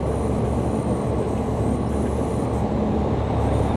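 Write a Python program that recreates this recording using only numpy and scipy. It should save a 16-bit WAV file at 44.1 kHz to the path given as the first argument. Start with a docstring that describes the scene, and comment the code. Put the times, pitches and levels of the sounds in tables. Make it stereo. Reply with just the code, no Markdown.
"""Inside a lorry cab at motorway speed, drawing level with a low-loader.
The six-cylinder diesel is a sum of crank orders, with a second drone beating against its firing note.
Tyre and wind roar and a high hiss in spells are coloured noise; a thin whistle, likely the turbocharger,
glides up and down, above faint drivetrain whines. Cab trim chafes as swelling narrow-band noise,
the floor thuds as struck damped modes, and the other lorry's roar and whine swell towards the end."""
import sys
import numpy as np
from scipy import signal
from scipy.io import wavfile
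from scipy.ndimage import uniform_filter1d

SR = 44100
rng = np.random.default_rng(int(sys.argv[2]) if len(sys.argv) > 2 else 0)


def wav_record(signal):
    """Record a signal, one row per channel, as 16-bit PCM in the file named by sys.argv[1]."""
    frames = np.transpose(np.atleast_2d(signal))
    bounded = np.clip(frames, -1, 1)
    # unit amplitude maps onto the largest positive 16-bit level
    quanta = np.round(bounded * 32767).astype(np.int16)
    wavfile.write(sys.argv[1], SR, quanta)


N = 165816
TIME = np.arange(N) / SR


def amp(db):
    """Level in decibels to amplitude ratio."""
    return 10 ** (np.asarray(db) / 20)


def unit(x):
    """Normalises a signal to an rms of one."""
    return x / np.sqrt(np.mean(abs(x) ** 2) + 1e-20)


def curve(rows, axis=1):
    """Linear interpolation of one column of a time table at every sample."""
    rows = np.array(rows)
    return np.interp(TIME, rows[:, 0], rows[:, axis])


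def colour(rows, hz):
    """Interpolates a spectrum in dB on a log-frequency axis."""
    f, db = np.transpose(rows)
    return np.interp(np.log(hz + 1), np.log(f + 1), db)


def drift(rate_hz):
    """Low-passed complex Gaussian noise of rms one: random motion no faster than about rate_hz."""
    hz = np.fft.fftfreq(N, 1 / SR)
    real, imaginary = rng.standard_normal((2, N))
    spectrum = (real + 1j * imaginary) / (1 + (hz / rate_hz) ** 4)
    return unit(np.fft.ifft(spectrum))


def tone(hz, width_hz, rough):
    """Random modulation broadens a line: strength and phase flutter by the share rough; rms one."""
    carrier = np.exp(2j * np.pi * np.cumsum(hz * np.ones(N)) / SR)
    modulation = np.sqrt(1 - rough ** 2) + rough * drift(width_hz / 2)
    return unit((carrier * modulation).real)


def burst(centre_s, half_s):
    """A Gaussian envelope of peak one and standard deviation half_s."""
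    return np.exp(-.5 * ((TIME - centre_s) / half_s) ** 2)


def roar(spectrum, size=2048):
    """Spectral shaping of white noise into a stereo roar whose mid (half-sum) signal has an rms of one."""
    # level of side against mid: f/Hz, level/dB
    side_width = [(30, -9), (120, -23), (300, -28.5), (600, -20.5), (1100, -12), (1500, -14), (2000, -8.5),
                  (2300, -2.5), (2700, -6.5), (3100, -5), (3400, -6.5), (3800, -3.5), (4100, -47),
                  (12000, -49)]
    patch_db, swell_db = 0.94, -0.01  # rms of the random level changes
    overlap = size * 3 // 4
    hz = np.fft.rfftfreq(size, 1 / SR)
    z = signal.stft(rng.standard_normal((2, N)), nperseg=size, noverlap=overlap)[2]
    # patches vary over frequency and time, the swell over time alone
    patches = uniform_filter1d(rng.standard_normal(z.shape[1:]), size=12, axis=0)
    patches = unit(uniform_filter1d(patches, size=6, axis=1))
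    swell = unit(uniform_filter1d(rng.standard_normal(z.shape[2]), size=14))
    z = z * amp(colour(spectrum, hz)[:, None] + patch_db * patches + swell_db * swell)
    z[1] *= amp(colour(side_width, hz))[:, None]
    mid, side = signal.istft(z, nperseg=size, noverlap=overlap)[1][:, :N]
    return np.array([mid + side, mid - side]) / mid.std()


def firing_cycles(crank):
    """A four-stroke six fires three times a turn: the running count of firings."""
    return np.cumsum(3 * crank) / SR


def engine(crank):
    """Periodic combustion gives lines at multiples of the crank rate; two close lines beat."""
    # engine orders: multiple of crank rate, level/dB, unsteadiness 0-1
    orders = [(6, -44, 0.5), (7.5, -43.5, 0.47), (10.5, -48.5, 0.8), (12, -47, 0.83), (15, -49.5, 0.2),
              (18, -46, 0.8), (19.5, -45.5, 0.13)]
    # two drones above the firing note: t/s, lower drone level/dB, upper drone level/dB
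    drone_levels = [(0, -37, -33), (.85, -53, -30.5), (1.3, -39, -41), (1.6, -32, -32), (2.1, -44, -33),
                    (2.6, -36, -30.5), (2.9, -38, -46), (3.25, -32, -33.5), (3.6, -25.5, -34),
                    (3.76, -33, -36)]
    # cab boom on the ninth order: t/s, level/dB
    boom_level = [(0, -48), (.25, -33), (1.5, -36), (2.1, -35.5), (2.72, -36), (2.89, -26.5), (3.06, -30),
                  (3.18, -55), (3.76, -33)]
    # firing note: t/s, level/dB
    firing_level = [(0, -29.5), (.7, -32), (1.25, -35), (1.9, -28), (2.65, -34), (3.2, -31.5), (3.6, -25.5),
                    (3.76, -31)]
    beat_hz, beat_db, beat_peak_s = 4.8, -42.5, 0.075

    overtones = sum(amp(db) * tone(crank * order, width_hz=8.1, rough=rough)
                    for order, db, rough in orders)
    drones = sum(amp(curve(drone_levels, axis=column)) * tone(crank * order, width_hz=2.9, rough=0.16)
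                 for column, order in [(1, 4.5), (2, 5)])
    boom = amp(curve(boom_level)) * tone(crank * 9, width_hz=8.3, rough=0.27)
    firing = firing_cycles(crank)
    note = amp(curve(firing_level)) * unit(np.cos(2 * np.pi * firing))
    # the second drone lies beat_hz above the firing note, in step with it at beat_peak_s
    second_cycles = firing + beat_hz * (TIME - beat_peak_s)
    second = amp(beat_db) * unit(np.cos(2 * np.pi * second_cycles))
    return note + second + overtones + drones + boom


def road(crank):
    """Broadband tyre and wind noise, amplitude-modulated by the firing, excites one hollow cab resonance."""
    # roar spectrum before normalising: f/Hz, relative level per Hz/dB
    road_spectrum = [(20, -27), (35, -23), (55, -0.5), (85, -1), (140, 1.5), (185, -2), (240, 1), (285, -3),
                     (330, -3), (390, -4.5), (452, 1), (505, -5), (600, -4.5), (680, -8), (800, -7.5),
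                     (930, -13.5), (1030, -15.5), (1130, -16), (1320, -25), (1480, -28.5), (2050, -29),
                     (2700, -34), (3600, -37.5), (4150, -37), (4600, -45), (5300, -44), (7500, -46),
                     (11300, -53), (12600, -79)]
    # roar: t/s, level/dB
    road_level = [(0, -24.5), (.75, -24), (1.2, -24), (1.9, -25), (2.4, -23.5), (2.7, -24), (3.3, -24),
                  (3.76, -24)]
    # hollow cab resonance: t/s, level/dB
    ring_level = [(0, -46), (1.1, -43.5), (1.6, -29), (2.1, -35.5), (2.5, -49), (3.76, -44.5)]
    knock_depth = 0.075  # share of the amplitude
    throb = 1 + knock_depth * np.cos(2 * np.pi * firing_cycles(crank))
    ring = amp(curve(ring_level)) * tone(hz=254.7, width_hz=82, rough=1.0)
    return roar(road_spectrum) * amp(curve(road_level)) * throb + ring


def whines():
    """Drivetrain whines as randomly modulated lines, all falling in pitch by one small ratio."""
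    # whines: f/Hz at the start, width/Hz, level/dB, unsteadiness 0-1
    whine_lines = [(1127, 51, -50, 0.96), (2052, 78, -60, 0.99), (2920, 53, -67, 1),
                   (3995, 30, -65.5, 0.66)]
    sag_per_s = .003  # share of the starting frequency
    return sum(amp(db) * tone(hz * (1 - sag_per_s * TIME), width_hz, rough)
               for hz, width_hz, db, rough in whine_lines)


def treble_level():
    """Amplitude gating: the high hiss comes in spells over a faint rest level, silent in one long lull."""
    # spells of hiss: start t/s, end t/s, level/dB
    spells = [(0.065, 0.394, -54.5), (.44, 0.834, -54.5), (0.87, 1.11, -56.5), (1.182, 1.23, -55.5),
              (1.27, 1.765, -54.5), (1.888, 2.457, -53), (2.53, 2.613, -53), (3.398, 3.48, -55.5),
              (3.53, 3.7, -54)]
    edge_s, rest_db = 0.0077, -63

    def gate(start_s, end_s):
        """Linear ramps open and close a gate, half open at the given times."""
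        inside_s = np.minimum(TIME - start_s, end_s - TIME)
        return np.clip(inside_s / edge_s + .5, 0, 1)

    level = amp(rest_db) * (1 - gate(2.64, 3.38))  # the lull, in seconds
    for start_s, end_s, db in spells:
        level = np.maximum(level, amp(db) * gate(start_s, end_s))
    return level


def hiss(treble):
    """High-frequency coloured noise under the gated envelope."""
    # hiss spectrum before normalising: f/Hz, relative level per Hz/dB
    hiss_spectrum = [(20, -62), (4500, -16), (5300, -14), (5800, 0), (8500, 1), (10500, -3.5), (12000, -6),
                     (12600, -19)]
    return treble * roar(hiss_spectrum)


def turbo(treble):
    """Frequency modulation: a fluttering whistle glides in pitch and is stronger while the hiss is up."""
    # whistle pitch before smoothing: t/s, f/Hz
    whistle_pitch = [(0, 9670), (.2, 9530), (.58, 9320), (.74, 9170), (.95, 8850), (1.3, 8450), (1.5, 8190),
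                     (1.61, 8240), (1.72, 8740), (1.96, 9570), (2.1, 9910), (2.2, 10020), (2.32, 9590),
                     (2.55, 8460), (2.8, 7380), (3.0, 7000), (3.15, 7400), (3.3, 7960), (3.76, 9600)]
    # whistle level with the hiss at its strongest, before normalised flutter: t/s, level/dB
    whistle_level = [(0, -55), (.2, -50.5), (.55, -55.5), (.85, -50), (1.3, -54.5), (1.52, -65),
                     (1.68, -51), (1.85, -53), (2.1, -51.5), (2.45, -53), (2.75, -59), (2.9, -62),
                     (3.2, -62.5), (3.57, -51), (3.76, -55)]
    inertia_s = .04  # moving average that rounds the glides
    hiss_share = 0.6  # part of the amplitude that follows the hiss
    hz = uniform_filter1d(curve(whistle_pitch), int(inertia_s * SR))
    follow = 1 - hiss_share + hiss_share * treble / treble.max()
    return amp(curve(whistle_level)) * follow * tone(hz, width_hz=224, rough=0.76)


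def trim():
    """Friction of cab trim: each short rub is one noise-driven resonance inside a broad dry scrape."""
    # rubs: t/s, resonance level/dB at the peak, f/Hz, width/Hz, envelope standard deviation/s
    rubs = [(0.125, -52, 1600, 180, .02), (0.46, -47.5, 1610, 200, 0.0099), (.6, -51, 1590, 200, .014),
            (1.233, -46, 1590, 250, 0.013), (1.382, -48, 2770, 750, .008), (1.875, -56, 5330, 700, 0.0077),
            (1.44, -53, 1580, 180, .016), (1.936, -44.5, 1610, 250, 0.011), (2.068, -45, 1600, 240, 0.011),
            (3.352, -48.5, 1625, 160, 0.0087), (3.485, -47, 1596, 160, 0.02), (3.71, -48, 1617, 160, .009)]
    scrape = amp(-4.5) * tone(hz=2397, width_hz=1800, rough=0.95)  # level against the resonance
    return sum(amp(db) * burst(centre_s, half_s) * (tone(hz, width_hz, rough=1) + scrape)
               for centre_s, db, hz, width_hz, half_s in rubs)


def thuds():
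    """Impulse response of damped modes: bumps in the road strike the cab floor."""
    # blows: t/s, strength/dB
    bumps = [(0.386, -21), (2.691, -21), (3.478, -15), (3.602, -14), (3.631, -19), (3.709, -17.5)]
    # modes of the floor: f/Hz, level/dB relative to the blow, 60 dB decay time/s
    modes = [(140, -4.5, 0.036), (185, -6, 0.029), (280, -7, 0.038), (447, -6, 0.036)]
    t = np.arange(SR // 10) / SR
    ring = sum(amp(db - 60 * t / t60) * np.sin(2 * np.pi * hz * t) for hz, db, t60 in modes)
    blows = np.zeros(N)
    for blow_s, db in bumps:
        blows[round(blow_s * SR)] = amp(db)
    return signal.oaconvolve(blows, ring)[:N]


def other_lorry():
    """Level growth on approach: the low-loader's tyre roar and whine swell, and the whine squeals twice."""
    # nearness: t/s, roar level relative to alongside/dB
    nearness = [(0, -41), (2.2, -23), (2.9, -7.5), (3.3, -2.5), (3.6, -0.5), (3.76, 0)]
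    # its roar before normalising: f/Hz, relative level per Hz/dB
    pass_spectrum = [(20, -27), (45, -13), (75, -5.5), (160, 3.5), (225, -5), (400, -5.5), (800, -3),
                     (1100, -11), (1400, -23), (2200, -24), (3000, -30.5), (3700, -26), (4600, -41),
                     (7000, -48), (12600, -65)]
    # its whine: t/s, level/dB
    pass_whine_level = [(0, -85), (2.6, -74), (2.95, -61), (3.3, -64), (3.5, -59.5), (3.76, -61)]
    # squeals: t/s, level/dB at the peak, f/Hz
    squeal_times = [(3.543, -52, 3650), (3.712, -49, 3645)]
    alongside_db = -28.5
    tyres = amp(curve(nearness) + alongside_db) * roar(pass_spectrum)
    whine = amp(curve(pass_whine_level)) * tone(hz=3655, width_hz=97, rough=0.72)
    squeals = sum(amp(db) * burst(centre_s, half_s=0.018) * tone(hz, width_hz=77, rough=0.33)
                  for centre_s, db, hz in squeal_times)
    return tyres + whine + squeals


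def scene():
    """Superposition of all sources in the cab, the engine ones tied to one slowly wandering crank rate."""
    crank_hz, speed_wander = 23.63, 0.0024  # the real part of the drift has an rms of about 0.7
    balance_db = 0.28  # left above right
    crank = crank_hz * (1 + speed_wander * drift(rate_hz=2.0).real)
    treble = treble_level()
    cab = engine(crank) + road(crank) + whines() + hiss(treble) + turbo(treble)
    cab = cab + trim() + thuds() + other_lorry()
    return cab * amp([[balance_db / 2], [-balance_db / 2]])


def record(dry):
    """Windowing softens both ends; a linear-phase low-pass then limits the band."""
    fade_s, edge_hz = .004, 12450
    to_nearest_end_s = np.minimum(TIME, TIME[::-1])
    ends = np.sin(np.pi / 2 * np.minimum(to_nearest_end_s / fade_s, 1)) ** 2
    taps = signal.firwin(1023, edge_hz, window=("kaiser", 9), fs=SR)
    return signal.oaconvolve(dry * ends, taps[None], "same")


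dry = scene()
out = record(dry)
wav_record(out)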